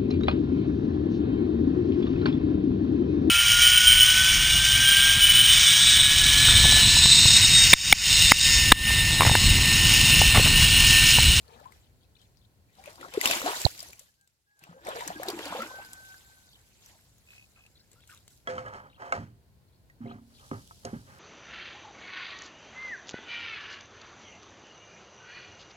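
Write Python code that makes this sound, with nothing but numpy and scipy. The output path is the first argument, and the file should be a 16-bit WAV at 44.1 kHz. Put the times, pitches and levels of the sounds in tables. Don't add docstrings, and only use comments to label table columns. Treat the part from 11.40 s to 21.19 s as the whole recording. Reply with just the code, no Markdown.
import sys
import numpy as np
from scipy import signal
from scipy.fft import rfft, irfft, next_fast_len
from scipy.io import wavfile
from scipy.ndimage import uniform_filter1d, map_coordinates

SR = 44100
rng = np.random.default_rng(int(sys.argv[2]) if len(sys.argv) > 2 else 0)


def log_audio(samples):
    frames = np.atleast_2d(samples).T
    limited = np.clip(frames, -1, 1)
    pcm = np.round(limited * 32767).astype(np.int16)
    wavfile.write(sys.argv[1], SR, pcm)


def invert_db(x):
    u = np.asarray(x, float) / 20
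    return 10 ** u


N = 431738

# (frequency [Hz], relative level [dB], free ring t60 [s])
DECK_MODES = [(106.5, 4, 0.33), (158, -3, 0.4), (181, -21, 1), (232.5, 1, 0.29), (266.3, -7.5, 0.39),
              (317, -5, 0.16), (393, -1.5, 0.48), (452, -7, 0.45), (520, 6.5, 0.21), (653, 5, 0.094),
              (700.4, 6, 0.38), (821, 9.5, 0.059), (980, 7.5, 0.052), (1082, 12, 0.062), (1274, 16, 0.081),
              (1596, 17.5, 0.069), (2000, 15.5, 0.051), (3110, 17.5, 0.037)]


def unit(x):
    return x / np.sqrt(np.mean(x ** 2) + 1e-20)


def along(points, hz):
    f, v = np.transpose(points)
    return np.interp(np.log(hz + 1), np.log(f + 1), v)


def curves(rows):
    s, *columns = np.transpose(rows)
    return [np.interp(np.arange(N) / SR, s, column) for column in columns]


def filtered(x, response):
    m = next_fast_len(N + SR // 2)
    return irfft(rfft(x, m) * response(np.fft.rfftfreq(m, 1 / SR)), m)[..., :N]


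def noise(spectrum, grain_db=0., patch_db=0., channels=1):
    raw = rng.standard_normal((channels, N), np.float32)
    if patch_db:
        z = signal.stft(raw, nperseg=256)[2]
        field = rng.standard_normal(z.shape[1:], np.float32)
        field = uniform_filter1d(uniform_filter1d(field, size=6, axis=0), size=7, axis=1)
        clumps = invert_db(patch_db * unit(field)).astype(np.float32)
        raw = signal.istft(z * clumps, nperseg=256)[1][:, :N]
    grains = invert_db(grain_db * rng.exponential(size=N // 90 + 1))
    jumps = np.repeat(grains, 90)[:N]
    return unit(filtered(raw * jumps, lambda hz: invert_db(along(spectrum, hz))))


def grit(rows, t60, size):
    t = np.arange(SR // 20) / SR
    raw = np.diff(rng.standard_normal((rows, len(t) + 1)))
    smooth = uniform_filter1d(uniform_filter1d(raw, size=size), size=size)
    return smooth * invert_db(6.5 - 60 * t / t60)


def bursts(start, hold, db, rise, fall):
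    power = np.zeros(N)
    for s, length, level in zip(start, np.abs(hold), db):
        first = max(round((s - 50 / rise) * SR), 0)
        last = min(round((s + length + 60 / fall) * SR), N)
        at = np.arange(first, last)
        below_db = np.maximum(rise * (s - at / SR), fall * (at / SR - s - length))
        power[at] += invert_db(level - np.maximum(0, below_db)) ** 2
    return np.sqrt(power)


def add(out, s, db, hz, t60, rise=0., attack_ms=0.29):
    t60 = np.clip(t60, .002, .8)
    t = np.arange(int(t60 * SR)) / SR
    tone = np.sin(2 * np.pi * hz * t * (1 + rise * t / t60))
    envelope = invert_db(db - 60 * t / t60) * (1 - np.exp(-1000 * t / abs(attack_ms)))
    part = out[round(s * SR):][:len(t)]
    part += (envelope * tone)[:len(part)]


def swarm(count, centre_hz, spread, cycles, size_db):
    out, draw = np.zeros(N), rng.random((count, 2))
    pitch = centre_hz * np.exp(spread * rng.standard_normal(count))
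    for (when, size), hz in zip(draw, pitch):
        add(out, when * N / SR, -size_db * np.log(size), hz, cycles / hz, rise=0.36, attack_ms=300 / hz)
    return unit(out)


def placed(x, lead_ms, pan_db, echo_db):
    side = np.array([[.5], [-.5]])
    direct = map_coordinates(x, [np.arange(N) + side * lead_ms * SR / 1000])
    tail = grit(rows=2, t60=.04, size=3)
    tail = tail / np.linalg.norm(tail, axis=1, keepdims=True)
    echo = signal.oaconvolve(x[None], tail, axes=1)[:, :N]
    return (direct + invert_db(echo_db) * echo) * invert_db(side * pan_db)


def background():
    # (time [s], level [dB])
    rumble_level = [(0, -61), (1.3, -64), (2.5, -63), (2.75, -77.5), (3.15, -84.5), (3.5, -61), (5, -65.5),
                    (7, -64), (8.3, -62), (9.79, -59.5)]
    # (frequency [Hz], relative density [dB per Hz])
    rumble_colour = [(12, -40), (20, -14.5), (54, 5.5), (107, 6.5), (265, -8), (431, -11), (472, -10.5),
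                     (1010, -17.5), (1100, -18), (1190, -41.5), (1500, -25.5), (1950, -41), (3300, -120)]
    # (frequency [Hz], relative density [dB per Hz])
    hiss_colour = [(700, -30), (1300, 0), (3500, -4), (4400, -1), (5500, -7), (13000, -7), (16000, -9)]
    # (frequency [Hz], correlation [0 to 1])
    likeness = [(60, 1), (150, 0.38), (380, 0.83), (900, 0.066)]

    def mid_side_shares(hz):
        turn = np.arccos(np.clip(along(likeness, hz), 0, 1)) / 2
        return np.array([np.cos(turn), np.sin(turn)])

    mid, side = filtered(noise(rumble_colour, channels=2), mid_side_shares)
    rumble = np.array([mid + side, mid - side]) * invert_db([[.6], [-.6]])
    level_db, = curves(rumble_level)
    hiss = invert_db(0.57 * level_db - 37.5) * noise(hiss_colour, channels=2)
    return invert_db(level_db) * rumble + hiss


def cloth():
    # (time [s], level [dB])
    rustle_level = [(8.6, -100), (8.9, -69), (9.05, -59.5), (9.4, -61), (9.79, -64.5)]
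    # (frequency [Hz], relative density [dB per Hz])
    rustle_colour = [(1760, -22), (3000, -6.5), (4900, -3), (9070, -8.5), (12100, -8.5), (14300, -32),
                     (16000, -19)]
    return invert_db(curves(rustle_level)[0]) * noise(rustle_colour, 1.4, channels=2)


def drag():
    # (time [s], hold [s], boom level [dB], scuff level [dB], rasp level [dB]), before layer gains
    shoves = [(7.097, 0.0074, -57, -36, -50.5), (7.134, 0.045, -48, -42, -63),
              (7.185, 0.015, -52, -40.5, -57), (7.256, 0.034, -53, -39, -64),
              (7.333, 0.038, -55, -40, -63.5), (7.39, 0.079, -60, -50, -77), (7.607, 0.089, -62, -40, -63),
              (7.742, 0.015, -42, -32.5, -52.5), (7.784, 0.05, -43.5, -65, -66.5),
              (8.624, 0.13, -48.5, -53, -73.5), (8.91, 0.026, -70.5, -68, -81),
              (9.004, 0.063, -88, -56.5, -88), (9.134, 0.0092, -43.5, -42, -67),
              (9.467, 0.0067, -46, -42, -61), (9.539, 0.0081, -41, -45, -68),
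              (9.679, 0.13, -61.5, -54, -67.5)]
    # (frequency [Hz], relative density [dB per Hz])
    rasp_colour = [(1000, -23), (1400, 10.5), (2500, 3.5), (3600, -6.5), (4500, -4), (8000, -6.5),
                   (12000, -21), (16000, -45)]
    s, hold, *layers_db = np.transpose(shoves)
    falls = 163, 247, 264
    boom_gain, scuff_gain, rasp_gain = [
        bursts(s, hold, db, rise=707.5, fall=fall) for db, fall in zip(layers_db, falls)]

    def wood(f):
        response = 0.44
        for k, (centre, db, t60) in enumerate(DECK_MODES):
            width = 4 / t60 + 0.042 * centre
            resonance = 1j * f * 4 / t60 / (centre * centre - f * f + 1j * f * width)
            response = response + (-1) ** k * invert_db(db) * resonance
        return response

    boom = noise([(45, -7), (100, 2.5), (320, 4), (450, -43)])[0]
    scuff = noise([(250, -30), (350, 0), (800, -2), (1600, -10), (3000, -30)], 1.5)[0]
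    boom, scuff = filtered(np.array([boom, scuff]), wood)
    near = invert_db(-0.5) * boom_gain * unit(boom) + invert_db(-4.5) * scuff_gain * unit(scuff)
    near += invert_db(5.0) * rasp_gain * noise(rasp_colour, 2.7)[0]
    scattered = invert_db(4.5) * rasp_gain * noise(rasp_colour, 2.75, channels=2)
    return near, scattered


def knocks():
    # (time [s], level before mode gains [dB], centre of struck modes [Hz], spread [octaves],
    # share of the free ring time [1])
    blows = [(7.0733, -35, 815, 2.15, 1.63), (7.087, -26, 524, 0.094, 3.17),
             (7.1804, -36, 1110, 1.07, 0.88), (7.262, -45, 1470, 0.8, 1.8), (7.283, -55, 2500, 0.44, 0.45),
             (7.345, -41, 900, 1.05, 0.42), (7.62, -42.5, 700, 1.45, 1.7), (7.7236, -24, 1250, 1.18, 0.62),
             (7.776, -30.5, 121, 1.06, 1.27), (8.499, -52, 2000, 0.18, 1), (8.605, -26.5, 259, 0.23, 2.6),
             (8.655, -33, 265, 0.88, 0.76), (8.711, -46, 700, 1.1, 0.63), (9.1152, -16.5, 248, .7, 0.35),
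             (9.1134, -34, 1097, 0.55, 0.36), (9.31, -47.5, 1070, 0.48, 0.47),
             (9.4493, -26, 300, 0.98, 0.47), (9.4509, -53.5, 3920, 0.88, 0.85),
             (9.531, -19.5, 227, .6, 0.45)]
    out = np.zeros(N)
    luck = rng.standard_normal((len(blows), len(DECK_MODES), 3))
    cracks = grit(len(blows), t60=0.016, size=3)
    for (s, db, centre_hz, spread, ring), draws, crack in zip(blows, luck, cracks):
        for (hz, level, t60), (chance, sign, detune) in zip(DECK_MODES, draws):
            reach_db = -6 * (np.log2(hz / centre_hz) / spread) ** 2
            if reach_db > -36:
                mode_db = db - 12.0 + level + reach_db + 3.1 * chance
                mode_hz = hz * np.sign(sign) * (1 + detune * hz / 45000)
                add(out, s, mode_db, mode_hz, ring * t60, attack_ms=250 / hz)
        crack_db = -28 + 21 * np.log2(centre_hz / 1000) + 16.5 * spread
        out[round(s * SR):][:len(crack)] += invert_db(db + crack_db) * crack
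    return out


def deck():
    def dull(x):
        return filtered(x, lambda hz: 1 / (1 + 1j * hz / 9000) ** 2)

    near, scattered = drag()
    near = dull(knocks() + near)
    return dull(scattered) + placed(near, lead_ms=-0.301, pan_db=-.8, echo_db=-11)


def rattle():
    # (start [s], end [s], level [dB])
    spells = [(5.873, 6.055, -47), (6.16, 6.273, -53.5)]
    out = np.zeros(N)
    for start, end, db in spells:
        times = np.arange(start, end, 1 / 65)
        for s, (late, size) in zip(times, rng.standard_normal((len(times), 2))):
            add(out, s + 0.001 * late, db + 3 * size, 2560, .03)
    return out


def line():
    # (time [s], length [s], pitch at full pull [Hz], level [dB])
    notes = [(2.68, 0.026, 1694, -66), (2.769, .11, 1605, -70), (3.062, 0.17, 1657, -67.5),
             (3.166, 0.13, 1560, -69), (3.325, 0.11, 1600, -66), (3.749, 0.04, 1640, -44),
             (4.25, 0.25, 1537, -45.5), (4.46, 0.35, 1534, -50), (4.76, 0.25, 1550, -62),
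             (4.93, 0.18, 1517, -65), (5.1, 0.29, 1535, -77.5)]
    bend = 0.0263
    out = np.zeros(N)
    waver = map_coordinates(rng.standard_normal(size=400), [np.arange(N) * 399 / N])
    for s, length, hz, db in notes:
        at = round(s * SR) + np.arange(round(length * SR))
        pull = np.abs(np.sin(np.linspace(0, np.pi, len(at)))) ** .7
        pitch_share = 1 - bend * (1 - pull) + 0.003 * waver[at]
        phase = 2 * np.pi * hz * np.cumsum(pitch_share) / SR
        loudness = pull * invert_db(db + 2 * waver[at + 3000])
        out[at] += loudness * (np.sin(phase) + invert_db(-18) * np.sin(phase / 2))
    return out


def rod():
    out = line() + rattle()
    return np.array([np.roll(out, 10) * invert_db(.8), out])


def drop():
    # (time [s], length [ms], peak level [dB], pitch [Hz])
    port = [(2.2478, .9, -19, 5500), (2.2519, 2.9, -1.5, 4200), (2.2521, 5, -21, 7300),
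            (2.2633, 5, -8, 720), (2.2661, .9, -16, 3500)]
    wet_s, first_swing_ms, slowing, wobble_ms, wobble_db = 2.2502, 1.65, .61, 15, -11
    start = round(port[0][0] * SR)
    t = (start + np.arange(SR // 20)) / SR

    def arch(s, ms):
        return np.sin(np.pi * np.clip(1000 * (t - s) / ms, 0, 1))

    swings = np.clip(1000 * (t - wet_s) / first_swing_ms, 0, None) ** slowing
    wobble = np.abs(arch(wet_s, wobble_ms)) ** .25
    film = -invert_db(wobble_db) * wobble * np.sin(np.pi * swings)
    rings = sum(invert_db(db) * arch(s, ms) ** 2 * np.sin(2 * np.pi * hz * (t - s)) for s, ms, db, hz in port)
    out = np.zeros(N)
    out[start:][:len(t)] = film + rings
    return out * invert_db([[-40], [0]])


def swishes():
    # (time [s], length [s], centre pitch [Hz], level of a bubble [dB])
    patches = [(.12, 0.071, 2630, -62.5), (.42, 0.053, 3500, -66), (0.601, 0.054, 3650, -65.5),
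               (.75, 0.12, 3630, -57.5), (0.958, .1, 3900, -61.5), (1.279, 0.07, 2030, -68.5),
               (1.33, .07, 3920, -60.5), (5.088, .07, 3740, -52.5), (5.453, 0.13, 815, -67),
               (6.162, .04, 1420, -68), (6.35, 0.075, 4300, -56), (6.359, 0.094, 1940, -71.5),
               (6.593, .1, 3760, -60), (6.692, 0.045, 1350, -54.5), (7.495, 0.074, 3200, -60),
               (8.265, .12, 4160, -67), (8.644, .09, 3180, -54), (8.927, 0.046, 4140, -57.5),
               (8.98, 0.036, 3280, -58)]
    spread, cycles = 0.14, 55
    out = np.zeros(N)
    for (s, length, hz, db), draws in zip(patches, rng.standard_normal((len(patches), 24, 3))):
        for late, off, size in draws:
            pitch = hz * np.exp(spread * off)
            add(out, s + length * (late % 1), db + 3 * size, pitch, cycles / pitch, rise=0.065, attack_ms=0.91)
    return out


def thrash_gains():
    # (time [s], hold [s], spray level [dB], brightness: spray over churn [dB]),
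    # before layer gains
    thrashes = [(.09, .17, -64, -7.5), (.324, .03, -63, 6.5), (0.811, .01, -68.5, 8.5),
                (1.378, .03, -61, 2), (1.46, 0.042, -52, 0.5), (1.612, 0.027, -48.5, -3.5),
                (1.745, .05, -43, 0.5), (1.85, 0.088, -25, 6.5), (2.064, 0.041, -29.5, 1),
                (2.15, .08, -36, 12), (2.39, 0.063, -50, 9), (2.599, 0.0101, -59, 12),
                (2.82, .005, -102, 10.5), (2.886, .005, -85.5, 13), (3.232, 0.0197, -58.5, 1),
                (3.284, 0.045, -66.5, -14), (3.48, 0.027, -40, -6), (3.56, 0.14, -41, -0.5),
                (3.808, .015, -44, -2), (3.887, .01, -37.5, -3.5), (3.992, 0.092, -39.5, 0.5),
                (4.123, .1, -39.5, -2), (4.303, 0.12, -53, -1), (4.51, 0.055, -69.5, -9),
                (5.44, 0.057, -63.5, 13), (5.904, 0.052, -64.5, 13.5), (6.179, 0.016, -75, 1.5),
                (6.527, 0.027, -70, 9.5), (6.703, 0.0344, -58, 11), (6.905, 0.019, -73.5, 33)]
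    # (time [s], level before layer gains [dB])
    trickle_level = [(0, -64), (.5, -77.5), (1.25, -79), (1.5, -63), (2.5, -57.5), (2.75, -81),
                     (3.15, -78.5), (3.45, -70), (4.4, -58.5), (4.7, -54), (5.1, -62), (5.8, -66.5),
                     (6.3, -68), (6.8, -75.5), (7.04, -81), (7.1, -100)]
    rise, fall, mist_fall = 401.5, 164.5, 113
    s, hold, db, bright = np.transpose(thrashes)
    trickle = invert_db(curves(trickle_level)[0])
    churn_gain = bursts(s, hold, db - bright, rise, fall) + invert_db(-12) * trickle
    spray_gain = bursts(s, hold, db, rise, fall) + invert_db(-4.5) * trickle
    mist_gain = bursts(s, hold, db - 8 + 0.65 * bright, rise, mist_fall)
    return churn_gain, spray_gain, mist_gain, trickle


def churn(gain):
    # (frequency [Hz], relative density [dB per Hz])
    slosh_colour = [(59, -46), (100, -20), (248, -10), (339, -9), (432, -10), (744, 7.5), (1080, 4.5),
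                    (1800, -1.5), (2340, -44), (3960, -120)]
    gurgle = swarm(count=800, centre_hz=545.7, spread=.45, cycles=70, size_db=3.5)
    bubbling = swarm(count=1600, centre_hz=700, spread=.5, cycles=28, size_db=4.5)
    slosh = noise(slosh_colour, 1.3, 3.8)[0]
    return invert_db(-5.5) * gain * (0.72 * bubbling + 0.56 * gurgle + 0.98 * slosh)


def spray(gain):
    # (frequency [Hz], relative density [dB per Hz])
    spray_colour = [(650, -27.5), (1100, -5.5), (1300, -9.5), (1430, -2), (2210, 0.5), (3890, -1.5),
                    (6000, -13.5), (7800, -44.5), (13200, -120)]
    fizz = swarm(count=1400, centre_hz=2500, spread=.45, cycles=10, size_db=3.5)
    near = invert_db(-7) * gain * (0.4 * fizz + 0.43 * noise(spray_colour, 2.5, 8.9)[0])
    wide = invert_db(-6) * gain * noise(spray_colour, 1.2, 4, channels=2)
    return near, wide


def mist(gain, trickle):
    # (frequency [Hz], relative density [dB per Hz])
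    mist_colour = [(2350, -23), (4000, -6), (5800, -6.5), (7400, -4), (8800, -10.5), (12000, -8.5),
                   (14900, -15.5), (16000, -23)]
    crackle = swarm(count=1500, centre_hz=5560, spread=0.76, cycles=7, size_db=6.5)
    near = invert_db(-12) * (gain + 0.27 * trickle) * crackle
    wide = invert_db(-3.0) * (gain + trickle) * noise(mist_colour, 1.6, 2.5, channels=2)
    return near, wide


def pockets():
    # (time [s], level before a common cut and roughening [dB], starting pitch [Hz], t60 [s])
    bubbles = [(.085, -55, 452, 0.14), (0.123, -49, 452, 0.18), (.226, -52, 795, 0.25),
               (.255, -44.5, 983, 0.16), (1.385, -46, 750, 0.26), (1.47, -44.5, 573, 0.21),
               (1.593, -46, 340, 0.3), (1.644, -40, 357, 0.052), (1.737, -35.5, 492, 0.15),
               (1.774, -23.5, 393, 0.055), (1.899, -20, 642, 0.058), (2.027, -30.5, 516, 0.17),
               (2.06, -14, 678, 0.049), (2.105, -26.5, 393, 0.048), (3.221, -52, 146, 0.14),
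               (3.291, -42.5, 167.7, .19), (3.339, -47, 494, 0.13), (3.364, -45.5, 511, 0.17),
               (3.485, -22, 597, 0.051), (3.53, -37, 520, 0.24), (3.584, -34, 440, 0.084),
               (3.607, -31.5, 900, 0.1), (3.703, -23, 710, 0.052), (3.757, -40.5, 303.5, 0.34),
               (3.799, -28, 520, 0.037), (3.818, -31, 700, 0.099), (3.854, -39, 744, 0.36),
               (3.883, -33.5, 349, 0.164), (3.933, -30.5, 331.5, 0.19), (3.958, -37.5, 306, 0.39),
               (3.992, -37, 432, 0.21), (4.015, -40.5, 752, .15), (4.059, -43, 285, 0.46),
               (4.07, -44, 755, 0.39), (4.19, -34, 520, 0.18), (4.148, -28.5, 485, 0.11),
               (4.202, -31, 1287, .13), (4.219, -32, 1290, 0.14), (4.303, -41, 985, 0.13),
               (6.53, -63.5, 453, 0.16), (6.555, -61.5, 1284, .2)]
    out = np.zeros(N)
    for s, db, hz, t60 in bubbles:
        rise = 0.19 + 0.066 * np.log2(hz / 500)
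        add(out, s, db - 2.0, hz, t60, rise, attack_ms=1.19)
    steps = np.repeat(rng.standard_normal(N // 220 + 1), 220)[:N]
    shaking = uniform_filter1d(steps, size=220)
    return out * invert_db(5.5 * shaking)


def slaps():
    # (time [s], level of the tone [dB], starting pitch [Hz])
    hits = [(.0807, -52.5, 4360), (.3227, -48.5, 2150), (.8161, -51.5, 3750), (1.4396, -40.5, 2290),
            (1.4587, -37, 2470), (1.5571, -43.5, 4500), (1.6115, -37.5, 1840), (1.7387, -31, 2480),
            (1.8133, -16, 2010), (1.8572, -7, 2810), (1.8745, -13.5, 3600), (1.9116, -11.5, 2570),
            (2.0621, -28, 2880), (2.3046, -37, 4506), (2.393, -29, 5140), (2.4044, -27, 4866),
            (2.4287, -28, 9676), (2.4857, -38, 7800), (2.5316, -36, 2330), (2.594, -31, 7420),
            (2.8119, -51, 7730), (2.8755, -51.5, 7750), (3.1922, -46, 11100), (3.2385, -38.5, 2650),
            (3.4506, -38.5, 5500), (3.4694, -31, 2200), (3.489, -29, 10450), (3.6077, -31, 2000),
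            (3.677, -19.5, 6830), (3.8324, -24.5, 1740), (3.8854, -18, 3990), (3.902, -24.5, 4400),
            (3.9896, -32.5, 2700), (4.056, -28, 4530), (4.2203, -29, 1880), (4.4484, -40, 4850),
            (4.5327, -28.5, 8100), (4.7426, -40.5, 1620), (5.4609, -39.5, 5800), (6.2639, -47.5, 2640),
            (6.5163, -47.5, 8040), (6.5314, -47, 7000), (6.6054, -55.5, 3230), (6.6752, -45, 7100),
            (6.6993, -47, 2500), (6.775, -47, 3630), (6.8792, -41, 7770)]
    out = np.zeros(N)
    for (s, db, hz), crack in zip(hits, grit(len(hits), t60=0.017, size=2)):
        add(out, s, db, hz, 30 / hz, rise=0.022, attack_ms=0.027)
        out[round(s * SR):][:len(crack)] += invert_db(db - 10) * crack
    return out


def fish():
    # (time [s], lead at the left microphone [ms], left over right [dB])
    path = [(0, 0.475, 11.5), (1.4, 0.31, 6), (2.1, 0.26, 3), (3.7, 0.36, 3), (3.9, 0.17, 2.5),
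            (5, 0.18, 0.5), (6.7, 0.076, 5.5)]
    churn_gain, spray_gain, mist_gain, trickle = thrash_gains()
    near_spray, wide_spray = spray(spray_gain)
    near_mist, wide_mist = mist(mist_gain, trickle)
    near = churn(churn_gain) + near_spray + near_mist + swishes() + pockets() + slaps()
    return placed(near, *curves(path), echo_db=-8.5) + wide_spray + wide_mist


def scene():
    return background() + cloth() + deck() + rod() + drop() + fish()


def roll_off(x):
    return signal.sosfilt(signal.butter(12, 16470, fs=SR, output="sos"), x)


def record(dry):
    mix = np.clip(dry, -1, 1)
    return roll_off(mix)


dry = scene()
out = record(dry)
log_audio(out)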